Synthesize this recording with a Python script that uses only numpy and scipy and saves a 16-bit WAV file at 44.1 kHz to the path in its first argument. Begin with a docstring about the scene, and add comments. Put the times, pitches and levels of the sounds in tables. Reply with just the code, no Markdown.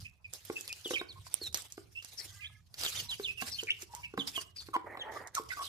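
"""Chickens feeding on cardboard

Chicks and hens feed on a flattened box outdoors, close to a stereo microphone. Beaks ring
the card's modes and crack dry pellets; feet boom the sheet and stir the feed; a claw drags
over the ribs. Chicks peep and hens cluck in short gliding tones. A far bird whines and a
distant motor hums under faint air."""
import sys
import numpy as np
from scipy import signal
from scipy.fft import rfft, irfft, next_fast_len
from scipy.io import wavfile
from scipy.ndimage import uniform_filter1d, map_coordinates

SR = 44100
rng = np.random.default_rng(int(sys.argv[2]) if len(sys.argv) > 2 else 0)


def unload_audio(sound):
    """Save the sound as a 16-bit wav file, at the path given as the first command line argument."""
    columns = np.transpose(np.atleast_2d(sound))
    # keep every value between -1 and 1, then stretch to whole-number steps
    steps = np.round(np.clip(columns, -1, 1) * 32767)
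    wavfile.write(sys.argv[1], SR, steps.astype(np.int16))


N = 250488


def amp(db):
    return 10 ** (np.asarray(db) / 20)


def unit_rms(x):
    return x / np.sqrt(np.mean(x ** 2) + 1e-20)


def decay(t, t60_s):
    return amp(-60 * t / t60_s)


def along(points, hz):
    """Interpolate (f/Hz, value) points on a log axis."""
    f, v = np.transpose(points)
    return np.interp(np.log(hz + 1), np.log(f + 1), v)


def curves(rows):
    """Per-sample curve for each column after t/s."""
    s, *cols = np.transpose(rows)
    return [np.interp(np.arange(N) / SR, s, c) for c in cols]


def wobble(rate_hz, size=N):
    """Smooth random curve, knots at rate_hz."""
    knots = rng.standard_normal(int(size * rate_hz / SR) + 4)
    return map_coordinates(knots, [np.arange(size) * rate_hz / SR])


def filtered(x, response):
    """Apply the gain response(f/Hz)."""
    m = next_fast_len(N + SR // 2)
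    return irfft(rfft(x, m) * response(np.fft.rfftfreq(m, 1 / SR)), m)[..., :N]


def place(out, s, x, pan_db):
    """Mix x in at time s, panned by level and delay; pan_db is left minus right."""
    lag = round(np.clip(5 - pan_db * 1.2, -12, 10))
    for side, sign in enumerate((1, -1)):
        part = out[side, round(s * SR) + max(sign * lag, 0):][:len(x)]
        part += amp(sign * pan_db / 2) * x[:len(part)]


def rush(spectrum, correlation, grain_db, patch_db, pan_db):
    """Stereo noise with millisecond grains and patches of colour; rms 1 before panning."""
    z = signal.stft(amp(grain_db * wobble(700)) * rng.standard_normal((2, N)), nperseg=256)[2]
    patches = uniform_filter1d(rng.standard_normal(z.shape[1:]), size=4, axis=0)
    patches = unit_rms(uniform_filter1d(patches, size=12, axis=1))
    pair = signal.istft(z * amp(patch_db * patches), nperseg=256)[1][:, :N]
    mid, side = filtered(pair, lambda hz: amp(along(spectrum, hz)))
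    angle = np.arccos(correlation) / 2
    stereo = np.cos(angle) * mid + np.sin(angle) * np.outer([1, -1], side)
    return unit_rms(stereo) * amp([[pan_db / 2], [-pan_db / 2]])


def ring(modes, t):
    """Damped modes; level and tuning vary per blow."""
    return sum(amp(db + rng.normal(0, 2)) * decay(t, t60_s)
               * np.sin(2 * np.pi * hz * rng.normal(1, .06) * t) for hz, db, t60_s in modes)


def air():
    """Faint outdoor hiss."""
    # air spectrum: f/Hz, relative density/dB
    spectrum = [(200, 23), (1000, 22), (2800, 8.5), (14000, -22)]
    return amp(-80) * rush(spectrum, correlation=.19, grain_db=2.5, patch_db=5, pan_db=3.5)


def motor():
    """A far motor throbs: low noise of wavering level."""
    # hum envelope: t/s, level/dB
    envelope = [(0, -49.5), (.15, -64), (2.6, -62), (2.9, -54.5), (3.5, -59), (5.68, -65)]
    # hum spectrum: f/Hz, relative density/dB
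    spectrum = [(20, -31), (70, -0.5), (95, 3.5), (125, -4.5), (250, -22.5), (450, -51)]
    throb = amp(curves(envelope)[0] + 3 * wobble(10))
    return throb * rush(spectrum, correlation=.8, grain_db=0, patch_db=0, pan_db=-4)


def far_bird():
    """A thin whine: wavering overtones, no fundamental."""
    # call contour: t/s, f/Hz, level/dB
    contour = [(2.26, 380, -94), (2.4, 405, -82), (2.53, 426, -85), (2.66, 432, -100)]
    # overtones: harmonic number, gain/dB
    overtones = [(3, 8), (4, 16), (5, 16)]
    hz, db = curves(contour)
    phase = 2 * np.pi * np.cumsum(hz * (1 + .018 * wobble(150))) / SR
    tone = sum(amp(gain_db + 6.5 * wobble(90)) * np.sin(k * phase) for k, gain_db in overtones)
    sounding = db > db[0]
    return sounding * amp(db) * tone * amp([[-2.5], [2.5]])


def claw_drag():
    """A claw catches and slips over the ribbed card."""
    # scrape spectrum: f/Hz, relative density/dB
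    spectrum = [(150, -19.5), (400, 0.5), (850, -0.5), (1450, -8.5), (1900, 1), (2700, -27), (4500, -36)]
    start_s, end_s, rise_db_per_s, fall_db_per_s = 4.868, 5.24, 901, 209
    t = np.arange(N) / SR
    fade_db = rise_db_per_s * (start_s - t).clip(0) + fall_db_per_s * (t - end_s).clip(0)
    envelope = amp(-48.5 - fade_db + 1.5 * wobble(60))
    return envelope * rush(spectrum, correlation=.7, grain_db=3, patch_db=3.2, pan_db=-3)


def feed_rattle():
    """Feet and beaks sweep the feed: pellets rattle, single ones tick as they jump."""
    # sweeps: peak t/s, level/dB, 30 dB rise/s, 30 dB fall/s
    sweeps = [(0.002, -53, 0.0025, 0.17), (0.331, -46.5, 0.013, 0.13), (0.568, -48.5, 0.35, 0.74),
              (0.931, -46, 0.33, 0.17), (1.282, -55.5, 0.08, 0.079), (1.464, -47.5, 0.47, 0.07),
              (1.546, -42.5, 0.0078, 0.28), (1.773, -49.5, 0.014, 0.11), (2.057, -51, 0.038, 0.12),
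              (2.261, -47, 0.44, 0.35), (2.824, -34.5, 0.074, 0.26), (2.986, -39, 0.24, 0.15),
              (3.119, -42, 0.048, 0.082), (3.257, -46, 0.32, 0.14), (3.414, -42.5, 0.047, 0.61),
              (3.821, -43, 0.048, 0.049), (3.944, -51, 0.092, 0.24), (4.174, -49.5, 0.0073, 0.23),
              (4.275, -38, 0.013, 0.11), (4.381, -42, 0.11, 0.12), (4.569, -53, 0.024, 0.34),
              (4.74, -49.5, 0.013, 0.059), (5.122, -52.5, 0.012, 0.21), (5.349, -41, 0.0084, 0.16),
              (5.49, -49.5, 0.011, 1), (5.625, -42.5, 0.059, 0.11)]
    # pellet spectrum: f/Hz, relative density/dB
    spectrum = [(180, -47), (300, -9.5), (1100, -11), (4910, -2.5), (13800, -12.5)]
    ticks_per_s, tick_db, spread_db, highpass_hz = 90, -5.5, 4.5, 3000
    t = np.arange(N) / SR
    power = sum(amp(db - 30 * np.maximum((s - t) / rise_s, (t - s) / fall_s)) ** 2
                for s, db, rise_s, fall_s in sweeps)
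    jumps = rng.random(N) < ticks_per_s / SR
    jumps = jumps * amp(tick_db + spread_db * rng.exponential(size=N).clip(0, 3))
    bursts = signal.fftconvolve(jumps, decay(t[:SR // 40], t60_s=.008))[:N]
    ticks = bursts * (rng.standard_normal(N) + .72 * rng.standard_normal((2, N)))
    ticks = filtered(ticks, lambda hz: amp(along(spectrum, hz)) * (1 - 1 / (1 + (hz / highpass_hz) ** 4)))
    shiver = amp(3.5 * wobble(55))
    rattle = shiver * rush(spectrum, correlation=.15, grain_db=.5, patch_db=4, pan_db=-2.5)
    return np.sqrt(power) * (rattle + 3 * ticks * amp([[-1.5], [1.5]]))


def pellet_clicks():
    """A pellet cracks: brief ring, broad snap, crunch of crumbs; brighter ones lie further right."""
    # cracks: t/s, level/dB, f/Hz
    cracks = [(0.3366, -23, 7500), (0.451, -68, 11980), (0.61, -24.5, 6800), (0.6784, -24, 4660),
              (0.728, -23.5, 5130), (0.879, -35.5, 7100), (1.3421, -10.5, 9300), (1.5273, -35, 7140),
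              (1.545, -13, 5900), (1.549, -20, 5500), (1.574, -25, 6500), (1.621, -32.5, 8000),
              (1.723, -30, 6660), (2.025, -38, 4970), (2.0477, -30, 7560), (2.742, -32, 4590),
              (2.809, -27, 4370), (2.8358, -14.5, 4460), (2.8506, -20, 4160), (2.8637, -15.5, 4140),
              (3.4154, -28.5, 6630), (3.635, -26.5, 6530), (3.822, -28, 6030), (3.9503, -26, 6990),
              (4.275, -27, 4140), (5.2733, -34.5, 6900), (5.352, -18, 7030), (5.4904, -38, 5280)]
    out, t = np.zeros((2, N)), np.arange(SR // 40) / SR
    for s, db, hz in cracks:
        tone = np.sin(2 * np.pi * hz * t)
        snap = .4 * np.diff(rng.standard_normal(len(t) + 1))
        crack = amp(db) * decay(t, t60_s=.003) * (tone + snap)
        crumbs = uniform_filter1d(rng.standard_normal(len(t)), size=8)
        crunch = amp(-35) * decay(t, t60_s=.038) * tone * crumbs
        place(out, s, crack + crunch, pan_db=7 - hz / 500)
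    return out


def footsteps():
    """A landing foot booms the whole sheet."""
    # landings: t/s, level/dB
    landings = [(3.421, -39), (4.176, -28.5)]
    # whole-sheet modes: f/Hz, gain/dB, t60/s
    sheet_modes = [(144, -16, 0.23), (213, 0, 0.087), (280, -2, 0.12)]
    out, t = np.zeros((2, N)), np.arange(SR // 6) / SR
    attack = 1 - np.exp(-t / .0033)
    for s, db in landings:
        place(out, s, amp(db) * ring(sheet_modes, t) * attack, pan_db=-1.5)
    return out


def beak_knocks():
    """A blow rings the low box modes; hardness adds panel modes and a dry puff."""
    # blows: t/s, relative level/dB, hardness/dB
    blows = [(0.499, -24.5, -5.5), (0.858, -32, -9), (0.908, -27, -1), (0.934, -31.5, -1.5),
             (1.013, -33, 5), (1.266, -62.5, 19.5), (1.415, -37.5, -9), (1.778, -35.5, -1),
             (3.197, -30, -6.5), (3.422, -45, 18), (3.63, -32.5, -8.5), (3.828, -44.5, -29),
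             (4.138, -33, -6.5), (4.176, -27, 2), (4.377, -39, 10.5), (4.686, -41, 0.5),
             (4.763, -33.5, 8.5), (4.843, -45, -12), (4.972, -44.5, 12), (5.397, -32.5, -10)]
    # low card modes: f/Hz, gain/dB, t60/s
    box_modes = [(365, 0, .06), (440, -2, .075), (290, -10, .05)]
    # higher panel modes: f/Hz, gain/dB, t60/s
    panel_modes = [(720, 0, .025), (1090, 2, .025), (1500, 0, .02), (2000, -3, .015)]
    out, t = np.zeros((2, N)), np.arange(SR // 6) / SR
    attack = 1 - np.exp(-t / .0006)
    for s, db, hard_db in blows:
        puff = amp(6) * decay(t, t60_s=.02) * uniform_filter1d(rng.standard_normal(len(t)), size=7)
        knock = ring(box_modes, t) + amp(hard_db - 2) * (ring(panel_modes, t) + puff)
        place(out, s, amp(db - 3) * knock * attack, pan_db=-1.5)
    highpass_hz = 170  # a beak is too light to move the whole sheet
    return filtered(out, lambda hz: (1j * hz / (highpass_hz + 1j * hz)) ** 2)


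def distant(note):
    """A far call arrives mostly as reflections."""
    t = np.arange(SR // 4) / SR
    response = rng.standard_normal(len(t)) * decay(t, t60_s=.1)
    response *= .44 / np.linalg.norm(response)
    response[0] = .4  # direct path
    return signal.fftconvolve(note, response)


def call(length_s, start_hz, end_hz, sag_hz, overtones_db, flutter_db, jitter, rasp, peak_at):
    """A whistled glide that swells, flutters and fades; rasp spreads noise around each partial."""
    n = round(length_s * SR)
    u = np.linspace(0, 1, n)
    hz = start_hz + (end_hz - start_hz) * u - 4 * sag_hz * u * (1 - u)
    hz -= .8 * max(start_hz - end_hz, 0) * np.exp(-u * length_s / .002)  # falling notes flick up first
    phase = 2 * np.pi * np.cumsum(hz * (1 + jitter * wobble(305.7, n))) / SR
    tone = np.sin(phase) + sum(amp(db) * np.sin(k * phase) for k, db in enumerate(overtones_db, 2))
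    tone *= 1 + rasp * wobble(1400, n)
    swell = np.sin(np.pi / 2 * np.interp(u, [0, peak_at, 1], [0, 1, 0])) ** .7
    flutter = amp(flutter_db * (wobble(80, n) + wobble(450, n)))
    return np.sqrt(2) * swell * flutter * tone


def hens():
    """Low clucks that make most of their glide early."""
    # clucks: t/s, length/s, start f/Hz, end f/Hz, level/dB
    clucks = [(1.152, 0.041, 1073, 1060, -55.5), (3.05, 0.088, 958, 934, -61), (3.887, 0.14, 942, 960, -56),
              (3.935, 0.013, 840, 850, -45.5), (4.732, 0.0374, 1326, 999, -29),
              (5.026, 0.094, 860, 880, -48.5), (5.149, 0.033, 1220, 1162, -45),
              (5.363, 0.03, 1603, 1092, -33), (5.516, 0.028, 1510, 1494, -38),
              (5.569, 0.065, 1173, 1120, -36.5), (5.589, 0.052, 730, 697, -56.5)]
    out = np.zeros((2, N))
    for s, length_s, start_hz, end_hz, db in clucks:
        sag_hz = .353 * (start_hz - end_hz)
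        note = call(length_s, start_hz, end_hz, sag_hz, overtones_db=[-24, -20],
                    flutter_db=2.4, jitter=.025, rasp=.18, peak_at=.6)
        place(out, s, amp(db) * note, pan_db=-1.5)
    return out


def chicks():
    """High peeps; the lowest and shrillest waver more, the shrillest come from across the pen."""
    # peeps: t/s, length/s, start f/Hz, end f/Hz, mid-note sag/Hz (negative arches), level/dB, pan/dB
    peeps = [(0.045, 0.042, 2506, 2530, 4, -52.5, -6), (0.243, 0.023, 2770, 2340, 75, -43, -4),
             (0.555, 0.039, 2750, 2970, 230, -42.5, 0.2), (0.69, 0.051, 2820, 3160, 512, -42.5, 1.5),
             (0.845, 0.042, 4010, 3080, 500, -41.5, 1.4), (0.935, 0.03, 2750, 2750, -450, -34, -5.5),
             (0.953, 0.034, 3040, 2890, 684, -33, -9.5), (0.99, 0.02, 3830, 3660, -3.5, -40, -2.5),
             (1.084, 0.051, 4900, 2920, -100, -49, -3), (1.41, 0.079, 4620, 3635, 70, -39.5, -4),
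             (1.95, 0.063, 2739, 3070, 199, -45, -6.5), (2.17, 0.049, 5880, 3910, -120, -42.5, 12.5),
             (2.405, 0.057, 2700, 2780, 382, -49, -7), (2.435, 0.045, 3550, 4120, 606, -47.5, -3),
             (0.884, 0.014, 3290, 2570, 0, -44, 2), (2.846, 0.045, 4045, 2770, 152, -35, -4),
             (2.967, 0.046, 4080, 2730, 191.5, -39, -4.5), (3.086, 0.062, 4440, 2755, 202, -36, -3.5),
             (3.228, 0.094, 4576, 2764, 904, -36, -5.5), (3.372, 0.065, 2950, 2970, 337, -41, -10.5),
             (3.51, 0.051, 5880, 3990, 154, -34.5, 6), (3.583, 0.0338, 3290, 2490, -82, -37, -4.5),
             (3.67, 0.046, 2370, 2280, 40, -39.5, 0.5), (3.694, 0.033, 1913, 2920, -650, -32.5, -0.5),
             (4.028, 0.029, 2340, 2220, 6, -48, -3), (4.035, 0.035, 3040, 2450, 0, -41.5, -3),
             (4.186, 0.048, 4150, 2880, 253, -38, -7.5), (4.35, 0.05, 3654, 2958, 345, -36.5, -5),
             (4.56, 0.05, 5390, 3790, -56, -36.5, 6), (4.99, 0.044, 4130, 2830, 83, -43.5, -0.5),
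             (5.498, 0.027, 2330, 1940, 60, -42.5, -9)]
    hoarse_below_hz, far_above_hz = 2720, 5000
    out = np.zeros((2, N))
    for s, length_s, start_hz, end_hz, sag_hz, db, pan_db in peeps:
        far = start_hz > far_above_hz
        roughness = 3 if far or start_hz < hoarse_below_hz else 1
        note = amp(db) * call(length_s, start_hz, end_hz, sag_hz, overtones_db=[-23, -31],
                              flutter_db=2.6, jitter=.013 * roughness, rasp=.16 * roughness, peak_at=.45)
        place(out, s, distant(note) if far else note, pan_db)
    return out


def yard_echo(x):
    """Ground and pen scatter the sound back; treble dies first."""
    # yard decay: f/Hz, t60/s
    decay_times = [(300, 0.45), (2500, 0.35), (10000, 0.021)]
    hz, t, z = signal.stft(rng.standard_normal((2, SR // 3)), SR, nperseg=256)
    tail = signal.istft(z * decay(t, along(decay_times, hz)[:, None]), SR, nperseg=256)[1]
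    delayed = np.pad(x, ((0, 0), (200, 0)))
    return signal.fftconvolve(delayed, tail / np.linalg.norm(tail[0]), axes=1)[:, :N]


def scene():
    voices = chicks() + hens()
    taps = beak_knocks() + footsteps() + pellet_clicks()
    echo = yard_echo(amp(-17) * voices + amp(-14) * taps)
    return voices + taps + echo + feed_rattle() + claw_drag() + far_bird() + motor() + air()


def record(dry):
    """The microphone rolls off above 14 kHz, up to a hard band limit."""
    rolloff = [(14300, 0), (15000, -20), (16400, -34)]  # f/Hz, gain/dB
    limit_hz = 16500
    return filtered(dry, lambda hz: amp(along(rolloff, hz)) * (hz < limit_hz))


dry = scene()
out = record(dry)
unload_audio(out)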